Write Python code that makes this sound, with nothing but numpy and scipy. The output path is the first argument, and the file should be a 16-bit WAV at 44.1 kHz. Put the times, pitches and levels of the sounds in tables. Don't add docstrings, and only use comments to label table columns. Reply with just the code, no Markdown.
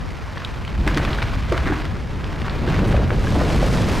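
import sys
import numpy as np
from scipy import signal
from scipy.fft import rfft, irfft
from scipy.io import wavfile
from scipy.ndimage import uniform_filter1d

SR = 44100
rng = np.random.default_rng(int(sys.argv[2]) if len(sys.argv) > 2 else 0)


def log_audio(samples):
    frames = np.atleast_2d(samples).T
    limited = np.clip(frames, -1, 1)
    pcm = np.round(limited * 32767).astype(np.int16)
    wavfile.write(sys.argv[1], SR, pcm)


N = 176400

RUMBLE_ENVELOPE = [(0, -31), (.25, -40.5), (.55, -32.5), (.73, -29.5), (.79, -16), (1.0, -23.5),
                   (1.23, -22.5), (1.5, -22), (1.8, -25.5), (2.1, -29), (2.45, -28.5), (2.7, -32),
                   (2.82, -16.5), (3.1, -20), (3.45, -23.5), (3.75, -17.5), (4, -43)]
RUMBLE_SPECTRUM = [(10, -50), (25, -10), (42, 3.5), (58, 5), (75, 0), (100, -3), (150, -5.5), (220, -12.5),
                   (400, -28.5), (1000, -62)]
TUMBLE_ENVELOPE = [(0, -44), (.45, -43), (.72, -36), (.9, -24), (1.1, -24.5), (1.45, -42.5), (1.72, -32.5),
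                   (2.0, -33.5), (2.4, -30), (2.62, -24.5), (2.72, -18), (2.97, -16), (3.08, -23),
                   (3.27, -22), (3.35, -15), (3.5, -17.5), (3.7, -17.5), (4, -20.5)]
TUMBLE_SPECTRUM = [(40, 5.5), (110, 6.5), (180, 4), (300, -1), (500, -6), (800, -12.5), (1500, -25),
                   (4000, -60)]
RUBBLE_ENVELOPE = [(0, -40), (.6, -38), (.86, -38), (.89, -29.5), (1.0, -30.5), (1.25, -31.5), (1.48, -35),
                   (1.54, -30), (1.62, -32.5), (1.70, -32), (1.8, -32), (2.0, -41), (2.3, -37),
                   (2.55, -33.5), (2.66, -34.5), (2.69, -29), (2.97, -33), (3.07, -35.5), (3.2, -36),
                   (3.4, -30), (4, -30.5)]
RUBBLE_SPECTRUM = [(150, 0.5), (500, 1), (1000, 3.5), (1600, 0.5), (2500, -2), (4500, -10), (7000, -19.5),
                   (11000, -26.5), (16000, -23)]
WIND_ENVELOPE = [(0, -27), (.3, -33), (.7, -29.5), (1.0, -35), (1.3, -30), (1.8, -29), (2.1, -31.5),
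                 (2.6, -28.5), (3.0, -28), (3.4, -28), (3.7, -25), (4, -26.5)]
WIND_SPECTRUM = [(10, -33), (25, -16), (45, 1), (90, 5.5), (150, -3.5), (250, -10.5), (500, -16.5),
                 (1000, -23), (1700, -27), (2600, -49), (5000, -70), (16000, -77)]

# (t/s, level/dB, treble tilt/dB, snap in the top octaves/dB)
CRACK_EVENTS = [(.372, -23, -8, -2), (.378, -28.5, 28, -14), (.418, -29, -5, -5), (.4477, -25, 8, 3),
                (.649, -28, 14, -4), (.677, -28, 5, -3), (.8754, -9, -1, 3), (.945, -25, 18, -3),
                (.9730, -13, 2, 5), (.9805, -18.5, 9, -5), (.998, -21, -17, 0), (1.0495, -19, 2, 3.5),
                (1.075, -19.5, -15, 1), (1.130, -21, 8, -14), (1.186, -18.5, -4, -3), (1.219, -18, -5, -6),
                (1.225, -19, 5, -4), (1.5223, -16.5, -3, 5.5), (1.572, -27, 7, 0), (1.577, -17, 2.5, -1),
                (1.656, -27, -1, 3), (1.672, -19, -1.5, 2), (1.722, -15, -20, 0), (1.819, -26.5, 5, -6),
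                (1.852, -25, 5, 0), (2.242, -26.5, 5, -5), (2.417, -26.5, 13, -4), (2.445, -26.5, -7, -4),
                (2.4805, -19.5, -2, -5), (2.496, -25.5, 16, -12), (2.676, -23.5, -4, 1),
                (2.7425, -22.5, 3, 2), (2.789, -20, -11, -3), (2.925, -21.5, -5, 0),
                (2.965, -21.5, -3.5, -4), (3.104, -19.5, -1, 1), (3.269, -24, -6, 0), (3.416, -22, -12, 0),
                (3.627, -34, -8, -2)]
# (t/s, level/dB, f/Hz)
SPLINTER_EVENTS = [(.4474, -17.5, 3150), (.4495, -35, 4200), (.677, -27, 2940), (1.0495, -28, 3470),
                   (1.0755, -21, 1800), (1.226, -18.5, 2070), (3.105, -19, 1690), (3.271, -23, 1610)]
# (t/s, level/dB, initial f/Hz)
BOOM_EVENTS = [(.75, -17, 72.5), (.81, -19.5, 44.2), (1.32, -12.5, 51), (1.365, -17.5, 43.7),
               (1.585, -18, 62.3), (2.755, -16.5, 104), (2.86, -9, 114.2), (2.94, -8.5, 59),
               (3.165, -12, 44), (3.54, -12, 56), (3.65, -17, 166), (3.79, -14, 117)]
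# (t/s, level/dB, initial f/Hz)
THUD_EVENTS = [(.865, -13, 363), (.964, -14, 334), (1.069, -31, 200), (1.27, -28, 200), (1.516, -13.5, 397),
               (1.521, -19, 627), (1.662, -18.5, 320), (1.697, -17.5, 339), (1.716, -16.5, 312),
               (2.675, -16.5, 366), (2.83, -18, 185), (2.92, -20.5, 249), (2.938, -12.5, 555),
               (2.964, -18, 690), (2.988, -18, 479), (3.115, -17.5, 463), (3.352, -19, 673),
               (3.368, -15, 334), (3.408, -15.5, 561), (3.624, -12, 589)]
# (t/s, duration/s, level/dB)
CRUNCH_EVENTS = [(.89, 0.047, -41), (.99, 0.1, -40), (1.53, 0.034, -28.5), (1.645, 0.065, -27.5),
                 (1.69, 0.091, -32), (2.69, 0.13, -38), (3.39, 0.05, -33), (3.935, 0.021, -42)]

# (f/Hz, level/dB)
MELTWATER_SPECTRUM = [(60, 11), (400, -2.5), (1100, 3.5), (2200, -2), (3500, -16), (5000, -10),
                      (8000, -20.5), (12000, -23), (16000, -35)]
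ECHO_SPECTRUM = [(200, 0.5), (2000, -1), (5000, -23), (12000, -3.5)]
CRACK_SPECTRUM = [(150, 2.5), (500, -4), (1500, 11.5), (2500, 2.5), (4500, -6.5), (7000, -18.5),
                  (12000, -24), (16000, -25)]
CRUNCH_SPECTRUM = [(200, -16), (700, -1), (1300, 13.5), (2100, 8.5), (3000, -12.5), (5000, -17),
                   (12000, -29)]
SPLASH_SPECTRUM = [(1000, -6), (4000, -3), (8000, 0), (16000, -6)]
SPRAY_SPECTRUM = [(300, 1), (1200, 6), (2500, 0.5), (5000, -1), (7500, -6.5), (11000, -10.5), (16000, -17)]


def amp(db):
    return 10 ** (np.asarray(db) / 20)


def unit(x):
    return x / np.sqrt(np.mean(x ** 2) + 1e-20)


def envelope(points):
    return amp(np.interp(np.arange(N) / SR, *np.transpose(points)))


def colour(x, spectrum):
    hz = np.fft.rfftfreq(len(x), 1 / SR)
    table_hz, table_db = np.transpose(spectrum)
    gain = amp(np.interp(np.log(hz + 1), np.log(table_hz), table_db))
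    return unit(irfft(rfft(x) * gain, len(x)))


def add(mix, start_s, sound):
    part = mix[round(start_s * SR):][:len(sound)]
    part += sound[:len(part)]


def wander(rate_hz):
    hz = np.fft.rfftfreq(N, 1 / SR)
    return unit(irfft(rfft(rng.standard_normal(N)) * (hz > 0) / (1 + (hz / rate_hz) ** 4), N))


def steady(x, span_s):
    power = uniform_filter1d(abs(signal.hilbert(x)) ** 2 / 2, int(span_s * SR))
    return x / np.sqrt(abs(power) + 1e-9)


def impacts(per_s, spread_db, wash):
    size = amp(spread_db * np.minimum(rng.exponential(1, N), 4))
    knocks = size * rng.choice([-1, 1], N) * (rng.random(N) < per_s / SR)
    return unit(unit(knocks) + wash * rng.standard_normal(N))


def transient(t, rise_s, decay_s):
    return np.minimum(t / rise_s, 1) * np.exp(-np.maximum(t - rise_s, 0) / decay_s)


def unsteady_phase(t, pitch_hz, jitter, smooth_samples, sag_per_s=0):
    waver = unit(uniform_filter1d(rng.standard_normal(len(t)), smooth_samples))
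    hz = pitch_hz * np.exp(-sag_per_s * t) * (1 + jitter * waver)
    return 2 * np.pi * np.cumsum(hz) / SR


def rumble():
    shudder = colour(rng.standard_normal(N), RUMBLE_SPECTRUM)
    return steady(shudder, span_s=0.07) * envelope(RUMBLE_ENVELOPE)


def tumble():
    knocks = colour(impacts(per_s=300, spread_db=-0.5, wash=1.0), TUMBLE_SPECTRUM)
    return steady(knocks, span_s=0.1) * envelope(TUMBLE_ENVELOPE)


def rubble(clump_db=1.4):
    clicks = impacts(per_s=900, spread_db=2.0, wash=0.73) * amp(clump_db * wander(rate_hz=32))
    return colour(clicks, RUBBLE_SPECTRUM) * envelope(RUBBLE_ENVELOPE)


def meltwater(db=-40.5, flicker_db=-1.4):
    gain = amp(db + flicker_db * wander(rate_hz=48))
    return gain * colour(impacts(per_s=1200, spread_db=-2, wash=0.47), MELTWATER_SPECTRUM)


def wind(gust_db=-1.0):
    eddies = colour(rng.standard_normal(N), WIND_SPECTRUM)
    return eddies * envelope(WIND_ENVELOPE) * amp(gust_db * wander(rate_hz=8.7))


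def echo(x, db=-12.5, rise_s=0.011, t60_s=0.78):
    t = np.arange(SR) / SR
    tail = rng.standard_normal(SR) * np.minimum(t / rise_s, 1) * amp(-60 * t / t60_s)
    tail = colour(tail, ECHO_SPECTRUM)
    return amp(db) * signal.fftconvolve(x, tail / np.linalg.norm(tail))[:N]


def crack(db, tilt_db, snap_db, pivot_hz=1600, snap_hz=6500, rise_s=0.0013, scatter_db=-20):
    t = np.arange(SR // 8) / SR
    spectrum = [(hz, base_db + tilt_db * np.clip(np.log2(hz / pivot_hz), -1, 1) + snap_db * (hz > snap_hz))
                for hz, base_db in CRACK_SPECTRUM]
    tear = steady(colour(rng.standard_normal(len(t)), spectrum), span_s=0.0017)
    pulse = transient(t, rise_s, decay_s=0.0019 * 2 ** (-tilt_db / 24))
    scatter = amp(scatter_db) * transient(t, rise_s, decay_s=0.053)
    return amp(db) * tear * (pulse + scatter)


def splinter(db, pitch_hz):
    t = np.arange(SR // 30) / SR
    phase = unsteady_phase(t, pitch_hz, jitter=0.13, smooth_samples=12)
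    return amp(db) * np.sin(phase) * transient(t, rise_s=0.00064, decay_s=0.0031)


def boom(db, pitch_hz):
    t = np.arange(SR // 2) / SR
    phase = unsteady_phase(t, pitch_hz, jitter=0.19, smooth_samples=300, sag_per_s=1.45)
    phase += 2 * np.pi * rng.random()
    return amp(db) * np.sin(phase) * transient(t, rise_s=0.027, decay_s=0.043)


def thud(db, pitch_hz, grit_db=-8.5, half_width_octaves=0.48):
    t = np.arange(SR // 5) / SR
    hz = np.geomspace(20, 16000, 40)
    band_db = -10 * np.log10(1 + (np.log2(hz / pitch_hz) / half_width_octaves) ** 4)
    band_db -= 6 * np.maximum(np.log2(hz / 1500), 0)
    grit = steady(colour(rng.standard_normal(len(t)), np.column_stack([hz, band_db])), span_s=0.01)
    phase = unsteady_phase(t, pitch_hz, jitter=0.14, smooth_samples=80, sag_per_s=9.1)
    body = np.sin(phase) + amp(grit_db) * grit
    return amp(db) * body * transient(t, rise_s=0.0049, decay_s=0.012)


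def crunch(length_s, db, grains_per_s=1400):
    n = int(length_s * SR)
    grains = rng.standard_normal(SR // 4) * (rng.random(SR // 4) < grains_per_s / SR)
    return amp(db) * colour(grains, CRUNCH_SPECTRUM)[:n] * np.sqrt(np.hanning(n))


def splash(db=-42, decay_s=0.055):
    t = np.arange(SR // 2) / SR
    return amp(db) * colour(rng.standard_normal(len(t)), SPLASH_SPECTRUM) * np.exp(-t / decay_s)


def spray(start_s=3.02, rise_s=0.28, db=-37.5, growth_db_per_s=7, surge_db=1.0):
    t = np.arange(N) / SR - start_s
    swell = np.clip(t / rise_s, 0, 1) * amp(db + growth_db_per_s * t)
    drops = colour(impacts(per_s=1400, spread_db=3.5, wash=0.75), SPRAY_SPECTRUM)
    return drops * swell * amp(surge_db * wander(rate_hz=38))


def saturate(x, ceiling_db, knee=4.9):
    return x / (1 + abs(x / amp(ceiling_db)) ** knee) ** (1 / knee)


def scene(echo_width=0.17):
    breaks = np.zeros(N)
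    for events, source in [(CRACK_EVENTS, crack), (SPLINTER_EVENTS, splinter), (CRUNCH_EVENTS, crunch),
                           (THUD_EVENTS, thud), (BOOM_EVENTS, boom)]:
        for start_s, *settings in events:
            add(breaks, start_s, source(*settings))
    direct = breaks + tumble() + rubble() + spray()
    add(direct, start_s=2.872, sound=splash())
    direct += meltwater()
    mid = direct + echo(breaks) + rumble()
    side = echo_width * echo(direct)
    return np.array([mid + side + wind(), mid - side + wind()])


def record(dry, crossover_hz=1370, microphone_band_hz=(5.6, 7460), limit_hz=15650):
    bass = signal.sosfiltfilt(signal.butter(2, crossover_hz, fs=SR, output="sos"), dry)
    overloaded = saturate(bass, ceiling_db=-12) + saturate(dry - bass, ceiling_db=-14.5)
    microphone = signal.butter(1, microphone_band_hz, "bandpass", fs=SR, output="sos")
    low_pass = signal.firwin(1023, limit_hz, window=("kaiser", 9), fs=SR)
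    return signal.oaconvolve(signal.sosfilt(microphone, overloaded), low_pass[None], "same")


dry = scene()
out = record(dry)
log_audio(out)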